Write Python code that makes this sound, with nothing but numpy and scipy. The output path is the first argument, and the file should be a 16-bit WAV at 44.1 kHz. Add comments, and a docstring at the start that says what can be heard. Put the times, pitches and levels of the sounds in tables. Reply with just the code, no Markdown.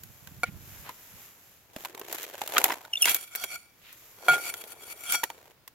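"""A hollow metal pole levers a pool-cover spring off its anchor in a concrete deck.
A boot steps in, then the pole grinds round on sand in the anchor and cracks loose. The spring's hook
sticks and slips along the tube, squeaking and scraping. The pole drops on the deck with a ringing
clink and the spring slides back down. Behind it, jeans rustle and a breeze buffets the microphone."""
import sys
import numpy as np
from scipy import signal
from scipy.fft import rfft, irfft, next_fast_len
from scipy.io import wavfile
from scipy.ndimage import uniform_filter1d

SR = 44100
rng = np.random.default_rng(int(sys.argv[2]) if len(sys.argv) > 2 else 0)


def digitize_waveform(pressure):
    """Quantize a signal to 16-bit integers and store it at the path in sys.argv[1].

    Rows of a 2-D input are taken as channels; values are limited to [-1, 1].
    """
    field = np.atleast_2d(pressure).T
    bounded = np.clip(field, -1, 1)
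    quanta = np.round(bounded * 32767).astype(np.int16)
    wavfile.write(sys.argv[1], SR, quanta)


N = 253398
TIME = np.arange(N) / SR
COARSE_TIME = TIME[::64]  # enough for slow curves

# Tone colours of the noises. Each row: frequency in Hz, relative strength there in dB.
AIR = [(20, -18.5), (100, -4), (220, -12.5), (1260, -16.5), (5000, -22.5), (8800, -29), (12900, -23.5),
       (16000, -20)]  # still outdoor air
WIND = [(20, -18), (60, -2.5), (100, 1), (170, -3), (280, -16), (450, -23), (1500, -38), (5000, -78)]  # low rumble of a puff
DENIM = [(500, -9.5), (2400, -8), (4500, -13.5), (7300, -7), (8600, -19.5), (12700, -2), (16000, -14.5)]  # cloth rubbing
HISS = [(700, -17.5), (2800, -3.5), (3900, -8), (5100, -12.5), (7200, -3.5), (8400, -10), (10000, -4),
        (13200, 0), (16000, -13)]  # metal sliding on metal
GRIT = [(700, -25.5), (1500, 1.5), (3300, 0.5), (5000, -5.5), (7300, -1), (8500, -11), (11000, -3.5),
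        (13000, 1), (16000, -9.5)]  # sand grains snapping
CRUNCH = [(60, -21.5), (170, -17), (330, -1.5), (500, -0.5), (850, 1.5), (1300, -6), (2500, -10),
          (6000, -81)]  # dull body of crushed sand
CLICK = [(400, -8), (900, 8.5), (2600, -7.5), (4200, -5.5), (5300, -27), (7200, -10), (8700, -26),
         (9500, 0.5), (16000, -17)]  # a blow on the tube
# How alike left and right sound. Each row: frequency in Hz, likeness from 0 to 1.
STEREO_LIKENESS = [(60, 0.052), (140, 0.69), (300, 0.88), (1000, 0.55), (2200, 0.23), (7000, 0.013)]

# Puffs of breeze. Each row: middle in seconds, half length in seconds, level in dB.
PUFFS = [(.07, 0.06, -54), (.34, 0.074, -51.5), (.491, 0.0059, -36), (.555, 0.064, -45.5),
         (.75, 0.087, -52), (1.15, 0.027, -58)]
# Jeans rubbing as a leg moves. Each row: middle in seconds, half length in seconds, level in dB.
LEG_MOVES = [(.25, 0.66, -56), (.76, .12, -49.5), (1.06, 0.15, -52.5), (1.23, 0.069, -51),
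             (1.45, 0.15, -57.5), (1.82, 0.032, -49.5), (4.05, 0.17, -54)]
# Scuffs of sole, cover and hook; the narrow bands sing in the tube.
# Each row: middle in seconds, half length in seconds, pitch in Hz, band width in Hz, level in dB.
SCUFFS = [(0.466, 0.017, 2150, 500, -46), (0.882, 0.026, 850, 900, -46), (3.023, 0.0061, 9300, 150, -27),
          (3.09, 0.019, 2160, 1720, -27), (3.889, 0.04, 2360, 1490, -52.5), (4.329, 0.016, 2320, 299, -31),
          (5.104, 0.021, 3280, 58.3, -36.5), (5.123, 0.029, 9350, 180, -33)]
# Boots and pole thudding on the deck.
# Each row: start in seconds, pitch in Hz, level in dB, seconds to fade by 60 dB.
THUDS = [(0.436, 493, -30.5, 0.043), (1.764, 253, -31.5, 0.028), (4.311, 148, -38.5, 0.136)]
# Bright ticks of grit and wire. Each row: time in seconds, level in dB.
TICKS = [(0.036, -41.5), (1.996, -39), (2.1274, -31.5), (2.148, -35), (2.2305, -37), (2.5014, -45),
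         (2.544, -36), (2.6625, -31), (3.095, -20.5), (3.1462, -19.5), (3.358, -28), (3.441, -29.5),
         (3.928, -46), (5.123, -22), (5.153, -31)]

# Sand ground under the pole end or a boot.
# Each row: start in seconds, length in seconds, crunch level in dB, grit level in dB.
TWISTS = [(1.78, 0.15, -55.5, -52.5), (1.95, 0.086, -52.5, -63), (2.128, 0.03, -42.5, -39.5),
          (2.19, 0.06, -51, -39), (2.28, 0.14, -54, -48.5), (2.42, 0.05, -53, -43.5),
          (2.555, 0.19, -37, -36), (4.335, 0.048, -37.5, -40.5), (4.5, 0.52, -58.5, -70.5),
          (5.35, 0.17, -60.5, -59.5)]
# A twist holds almost steady, then the sand settles. In order: fade-in in seconds, growth in dB
# per second, fade-out in seconds, settling level in dB, its fall in dB per second.
TWIST_SHAPE = (0.0554, -4, 0.0023, -11, 76)
# The crunch's hollow note, higher when the pole is loaded. Each row: time in seconds, pitch in Hz.
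HOLLOW_NOTE = [(2.1, 347), (2.4, 530), (2.72, 950), (4.3, 426)]
# Dull slips of the pole end in the anchor. Each row: time in seconds, level in dB, pitch in Hz.
SLIPS = [(2.5698, -23.5, 1240), (2.6575, -31.5, 760), (2.7058, -30, 1010), (2.7224, -35.5, 1995),
         (3.078, -32, 960), (5.148, -36.5, 850)]

# Squeaks of the hook. Each row: middle in seconds, half length in seconds, pitch in Hz,
# glide to either side of it in Hz, level in dB, overtone strength in dB.
SQUEAKS = [(2.9363, 0.0027, 2880, -110, -18.5, -13), (2.957, 0.0019, 2850, -40, -20, -15),
           (2.974, 0.0035, 3520, 30, -24.5, -16), (3.014, 0.0035, 3280, -110, -29, -29),
           (3.0225, 0.0016, 3070, -110, -23, 3.5), (3.0274, 0.0013, 2836, -44, -14, -1.5),
           (3.032, .003, 2850, -26, -24.5, 0), (3.045, .0016, 2800, -60, -14, -18)]
# How well the tube sends out a squeak's tones. Each row: frequency in Hz, gain in dB.
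SQUEAK_COLOUR = [(3000, 0.5), (8500, 0.5), (9200, 6), (14500, -7)]
# Hook and spring sliding along the tube. Each row: start in seconds, length in seconds,
# hiss and ring levels in dB at the end of the stroke, place along the pole from 0 to 1.
SLIDES = [(3.069, 0.049, -26, -28, 0.33), (3.129, .038, -29.5, -34.5, 0.16),
          (3.201, 0.046, -43.5, -45, 0.08), (3.362, 0.039, -46, -40.5, 0.26),
          (3.424, 0.024, -39, -34.5, 0.29), (3.513, 0.046, -41.5, -35.5, .41),
          (4.23, 0.031, -72, -53, 0.26), (4.307, 0.045, -34.5, -31.5, 0.3), (4.402, .1, -34, -33.5, .41),
          (4.57, 0.051, -43.5, -49, .3), (4.684, 0.049, -43.5, -48.5, 0.27),
          (4.823, 0.022, -48.5, -47.5, 0.48), (4.887, .042, -41, -43.5, 0.41),
          (4.996, .12, -38.5, -42.5, .21), (5.141, .019, -29.5, -25, 0.22)]
# A slide gathers speed, stops, and the coils shiver on. In order: fade-in in seconds, growth in dB
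# per second, fade-out in seconds, shiver level in dB, its fall in dB per second.
SLIDE_SHAPE = (0.0409, 83.5, 0.0009, -13.5, 119.5)

# High notes of the tube's wall. Each row: pitch in Hz, band width in Hz, gain in dB.
WALL_MODES = [(9228, 9, 20), (9370, 50, 12), (9600, 160, 4), (13080, 200, 1)]
# The pole's modes: the ways it bends, each with its own note. Each row: pitch in Hz,
# level in dB when struck, seconds to fade by 60 dB, level in dB when rubbed.
POLE_MODES = [(729, -6, .15, -12), (1414, 0, .29, -3), (2285, -6, .12, 1), (3310, -13, .12, -4),
              (4475, -22, .1, -6), (5740, -24, .16, -7), (7140, -26, .16, -6)]
# Knocks of pole, hook and boot; the last is a faint finger tap. Each row: time in seconds,
# body level in dB, body pitch in Hz, hardness (how many dB the crack is above the body).
KNOCKS = [(0.2733, -49, 1560, 3), (0.893, -38.5, 1020, -3), (1.7632, -40.5, 626, 0),
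          (1.8494, -40.5, 905, 5), (1.856, -39, 990, -0.5), (1.9488, -45, 420, 1.5), (1.977, -48.5, 910, 3),
          (2.0148, -40.5, 403, -3), (2.345, -42, 580, -5.5), (2.417, -30, 833, -3.5),
          (2.476, -46.5, 1250, 13.5), (2.522, -44, 850, 6), (2.5383, -42, 980, -6),
          (2.5813, -23, 1424, 5.5), (2.6415, -28.5, 892, 13.5), (2.851, -47.5, 1450, -1.5),
          (3.0561, -28, 2130, 8), (3.3514, -39.5, 2180, 5.5), (3.439, -32, 2270, -4.5),
          (4.5399, -44, 1390, 9.5), (4.6396, -48.5, 445, 5.5), (5.2345, -29, 917, -4),
          (5.2379, -34, 1880, 9.5), (5.302, -38, 916, -2), (5.6776, -54.5, 1067, 11.5)]
# Ringing blows of deck and hook on the pole. Each row: start in seconds, level in dB,
# place along the pole from 0 to 1, treble tilt in dB per octave, seconds until pressure damps it.
CLINKS = [(0.4334, -15, 0.41, 3, 0.0099), (4.2836, -9, 0, 1, .12), (4.2955, -14, 0.32, 1.5, .03),
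          (4.334, -20, 0.34, 2.5, 0.027), (4.5398, -34.5, 0.29, 6, .008), (5.151, -26.5, 0.1, 9, 0.08)]


def amp(db):
    """Turns decibels into a gain."""
    return 10 ** (np.asarray(db) / 20)


def unit(x):
    """Scales a signal to an average (rms) level of 1."""
    return x / np.sqrt(np.mean(x ** 2) + 1e-20)


def value_at(points, hz):
    """Joins points by straight lines on a log-frequency axis."""
    frequencies, values = np.transpose(points)
    return np.interp(np.log(hz + 1), np.log(frequencies + 1), values)


def panned(db):
    """Left and right gains; positive dB leans left."""
    return amp(np.array([[.5], [-.5]]) * db)


def add(mix, start_s, sound):
    """Adds a sound to the mix at its start time."""
    part = mix[:, max(round(start_s * SR), 0):][:, :sound.shape[1]]
    part += sound[:, :part.shape[1]]


def noise(colour, size, force=1):
    """Coloured stereo noise, pulsed by a force; the sides are most alike in the low middle range."""
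    hz = np.fft.rfftfreq(size, 1 / SR)
    mid, side = rfft(rng.standard_normal((2, size)) * force) * amp(value_at(colour, hz))
    likeness = value_at(STEREO_LIKENESS, hz)
    mid, side = mid * np.sqrt(1 + likeness), side * np.sqrt(1 - likeness)
    return unit(irfft(np.array([mid + side, mid - side]), size))


def friction(per_s, spread_db, grain_s, smooth):
    """The force of rubbing: tiny bursts of uneven size on top of a smooth part."""
    size = next_fast_len(N, True)
    strength = amp(spread_db * np.minimum(rng.exponential(1, size), 3))
    bursts = strength ** 2 * (rng.random(size) < per_s / SR)
    power = signal.lfilter([1], [1, -np.exp(-1 / (grain_s * SR))], bursts)
    power /= uniform_filter1d(power, size=2200) + 1e-3 * power.mean()  # even out slow changes
    return np.sqrt(abs(power) + smooth)


def grains(colour, force):
    """Grainy rubbing noise as long as the scene."""
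    return noise(colour, len(force), force)[:, :N]


def resonate(x, modes):
    """Lets a signal ring at fixed pitches, each with its own width and gain."""
    out = 0
    for hz, width, db in modes:
        r = np.exp(-np.pi * width / SR)
        feedback = [1, -2 * r * np.cos(2 * np.pi * hz / SR), r * r]
        out = out + amp(db) * signal.lfilter([1 - r, 0, r - 1], feedback, x)
    return out


def moving_resonance(x, hz, width_hz):
    """Lets a signal ring at a pitch that follows the curve hz."""
    turn = np.exp(2j * np.pi * np.cumsum(hz) / SR)
    r = np.exp(-np.pi * width_hz / SR)
    return 2 * (turn * signal.lfilter([1 - r], [1, -r], x / turn + 1e-18)).real


def drift():
    """Wanders at random between -1 and 1 over some hundredths of a second."""
    wander = unit(signal.oaconvolve(rng.standard_normal(len(COARSE_TIME)), np.hanning(60), "same"))
    return np.interp(TIME, COARSE_TIME, np.tanh(wander))


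def swells(rows):
    """A loudness curve of soft, bell-shaped swells."""
    power = sum(amp(db) ** 2 * np.exp(-((COARSE_TIME - s) / half) ** 2) for s, half, db in rows)
    return np.interp(TIME, COARSE_TIME, np.sqrt(power))


def strokes(rows, shape):
    """A loudness curve per dB column: each stroke fades in, slopes, fades out and leaves a tail."""
    attack_s, growth_db_per_s, release_s, tail_db, fall_db_per_s = shape
    power = 0
    for start, length, *dbs in rows:
        attack = np.exp(-np.maximum(start - COARSE_TIME, 0) / attack_s)
        hold = amp(-growth_db_per_s * np.clip(start + length - COARSE_TIME, 0, length))
        after = np.maximum(COARSE_TIME - start - length, 0)
        release = np.maximum(np.exp(-after / release_s), amp(tail_db - fall_db_per_s * after))
        power = power + (amp(dbs)[:, None] * attack * hold * release) ** 2
    return [np.interp(TIME, COARSE_TIME, np.sqrt(p)) for p in power]


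def mode_shape(k, place):
    """How strongly bending mode k moves at a place along the pole."""
    return np.cos(np.pi * ((k + 5 / 2) * place + 1 / 4))


def outdoors(air_db=-62, denim_gain_db=1):
    """Still air, rustling jeans, and lumpy puffs of wind that lean to the right."""
    air = noise(AIR, next_fast_len(N, True))[:, :N]
    denim = swells(LEG_MOVES) * grains(DENIM, friction(per_s=1700, spread_db=3, grain_s=.0005, smooth=1.5))
    breeze = swells(PUFFS) * grains(WIND, friction(per_s=60, spread_db=2.5, grain_s=.006, smooth=.5))
    return amp(air_db) * air + amp(denim_gain_db) * denim + panned(-5.5) * breeze


def scuffs():
    """Sole, cover and hook rub briefly, each a soft swell in one band of noise."""
    force = friction(per_s=900, spread_db=4, grain_s=.001, smooth=.5)
    rubbing = grains([(200, -6), (4000, 0), (12000, -14)], force)
    out = 0
    for s, half_s, hz, width_hz, db in SCUFFS:
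        band = unit(resonate(rubbing, [(hz, width_hz, 0)]))
        out = out + amp(db) * band * np.exp(-((TIME - s) / half_s) ** 2 / 2)
    return out


def thud(s, hz, db, fade_s):
    """A rubber sole or the pole lands on the deck: one low note that dies fast."""
    t = np.arange(SR // 4) / SR
    return s, np.ones((2, 1)) * amp(db - 60 * t / fade_s) * np.sin(2 * np.pi * hz * t)


def impact(s, body_db, hz, crack_db, tilt_db, swell_s, body_fade_s=.027, crack_fade_s=.02):
    """A damped blow, like metal jammed on concrete: a sharp crack, two short notes and a dull thock."""
    lead_s = .015
    t = np.arange(2048) / SR - lead_s
    after = np.maximum(t, 0)
    rise = np.exp(np.minimum(t, 0) / max(swell_s, 1e-4))
    notes = sum(amp(db - 60 * after * ratio / body_fade_s)
                * np.sin(2 * np.pi * (hz * ratio * t + rng.random())) for ratio, db in ((1, 0), (2.6, -6)))
    thock = noise(CRUNCH, len(t)) * amp(-11.5 - 60 * after / .061)
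    body = rise * (notes + thock)
    colour = [(f, db + tilt_db * np.log2(max(f, 1800) / 1800)) for f, db in GRIT]
    tail = amp(-22 - 60 * after / .099)
    crack = noise(colour, len(t)) * rise * (amp(-60 * after / crack_fade_s) + tail)
    core = (t > -.002) & (t < .008)  # the levels apply to these 10 ms
    sound = amp(body_db) * body / body[:, core].std() + amp(crack_db) * crack / crack[:, core].std()
    return s - lead_s, panned(-1) * sound


def tick(s, db):
    """A tiny hard contact of grit or wire: nearly all crack."""
    return impact(s, body_db=db - 19, hz=1550, crack_db=db, tilt_db=6, swell_s=.00092)


def grinding(crunch_gain_db=-2, note_gain_db=-3, grit_gain_db=-1):
    """The turning pole end crushes sand: each grain snaps and thumps at once, over a hollow note."""
    crunch_level, grit_level = strokes(TWISTS, TWIST_SHAPE)
    force = friction(per_s=200, spread_db=3.2, grain_s=.001, smooth=.35)
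    note_hz = np.interp(TIME, *np.transpose(HOLLOW_NOTE))
    note = unit(moving_resonance(grains(CRUNCH, force), note_hz, width_hz=190))
    crunch = amp(crunch_gain_db) * grains(CRUNCH, force) + amp(note_gain_db) * note
    grit = amp(grit_gain_db) * grains(GRIT, force)
    return crunch_level * crunch + grit_level * grit


def squeak(s, half_s, hz, glide_hz, db, overtone_db, jitter_hz=45):
    """The hook sticks and slips on the tube: a thin, raspy chirp that rings on briefly."""
    t = np.arange(-.02, .05, 1 / SR)
    progress = t / half_s
    wobble = unit(uniform_filter1d(rng.standard_normal(len(t)), size=30))
    pitch_hz = hz + glide_hz * np.tanh(progress) + jitter_hz * wobble
    cycles = np.cumsum(pitch_hz) / SR + np.array([[.18], [0]])  # the left side runs slightly ahead
    tone = sum(amp(overtone_db * np.sqrt(k - 1) + value_at(SQUEAK_COLOUR, k * hz))
               * np.sin(2 * np.pi * k * cycles) for k in range(1, 6))
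    rasp = amp(-32) * noise(HISS, len(t))
    swell = 1 / np.cosh(progress * np.where(t < 0, 1.8, 1))  # rises faster than it falls
    tail = (t > 0) * amp(-17) * np.exp(-abs(t) / .013)
    return s + t[0], amp(db) * (tone + rasp) * np.maximum(swell, tail)


def rubbed_pole(level, force, travel=.027, width_hz=55, damped_above_hz=5600):
    """The sliding hook keeps the pole ringing; its moving touch favours some modes and bends pitch."""
    path = []
    for start, length, _, _, middle in SLIDES:
        path += [(start, middle - travel / 2), (start + length, middle + travel / 2)]
    place = np.interp(TIME, *np.transpose(sorted(path)))
    drive = grains([(400, 0), (9000, 0)], force)
    ring, modes = 0, []
    for k, (hz, _, _, rubbed_db) in enumerate(POLE_MODES):
        damping = 1 + (hz / damped_above_hz) ** 3  # the hand damps the high modes most
        db = rubbed_db - 1.5 * np.log2(damping)
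        push = level * (.24 + abs(mode_shape(k, place))) * drive
        bent_hz = hz * (1 + .009 * drift())
        ring = ring + amp(db) * moving_resonance(push, bent_hz, width_hz * damping)
        modes.append((hz, width_hz * damping, db))
    return ring / resonate(drive[0], modes).std()


def sliding_spring(hiss_gain_db=-2, ring_gain_db=-1, rattle_gain_db=-17):
    """Hook and coils chatter along the tube: they hiss, rattle and set the pole and its wall ringing."""
    hiss_level, ring_level = strokes([row[:4] for row in SLIDES], SLIDE_SHAPE)
    force = friction(per_s=450, spread_db=3.2, grain_s=.002, smooth=.6)
    ring = rubbed_pole(ring_level, force)
    right_to_left = panned(np.interp(TIME, [3.5, 4.7], [-3, 4]))
    hiss = hiss_level * grains(HISS, force) * right_to_left
    wall = sum(resonate(hiss * unit(amp(6 * drift())), [mode]) for mode in WALL_MODES)
    rattle = hiss_level * grains(CRUNCH, force)
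    return amp(hiss_gain_db) * hiss + amp(ring_gain_db) * (wall + ring) + amp(rattle_gain_db) * rattle


def slip(s, db, hz):
    """The jammed pole gives way over a few milliseconds: a dull blow with little treble."""
    return impact(s, db, hz, crack_db=db - 1, tilt_db=-11, swell_s=.0037)


def knock(s, db, hz, hardness_db):
    """A sudden contact: the harder it is, the louder, brighter and quicker its crack."""
    extra_db = hardness_db - 4.5  # above this hardness the crack tilts towards the treble
    return impact(s, db, hz, db + hardness_db, tilt_db=.26 * extra_db, swell_s=.00029 / amp(extra_db))


def clink(s, db, place, tilt_db, free_s, click_fade_s=.057):
    """The struck pole rings, coloured by where it is hit, until pressure almost stills it."""
    t = np.arange(SR // 2) / SR
    sound = noise(CLICK, len(t)) * amp(-12 - 60 * t / click_fade_s)
    for k, (hz, struck_db, fade_s, _) in enumerate(POLE_MODES):
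        phase = 2 * np.pi * rng.random() + np.array([[-.41], [.41]]) * hz / 3000  # left, right
        level = amp(struck_db + tilt_db * np.log2(hz / POLE_MODES[1][0]) - 60 * t / fade_s)
        sound = sound + mode_shape(k, place) * level * np.sin(2 * np.pi * hz * t + phase)
    attack = 1 - np.exp(-t / .00023)
    damping = .036 + 1 / np.sqrt(1 + (t / free_s) ** 12)
    return s, amp(db) * sound * attack * damping


def scene(wall_gain_db=-8):
    """Mixes everything with no echo; the short contacts also ring the lowest note of the tube's wall."""
    contacts = np.zeros((2, N))
    for source, rows in ((knock, KNOCKS), (slip, SLIPS), (tick, TICKS),
                         (clink, CLINKS), (squeak, SQUEAKS), (thud, THUDS)):
        for row in rows:
            add(contacts, *source(*row))
    wall = amp(wall_gain_db) * resonate(contacts, WALL_MODES[:1])
    return contacts + wall + grinding() + sliding_spring() + scuffs() + outdoors()


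def record(dry, cutoff_hz=15950):
    """Stops peaks at full scale, then removes the very highest treble."""
    lowpass = signal.firwin(401, cutoff_hz, window=("kaiser", 9), fs=SR)
    return signal.oaconvolve(np.clip(dry, -1, 1), lowpass[None], "same")


dry = scene()
out = record(dry)
digitize_waveform(out)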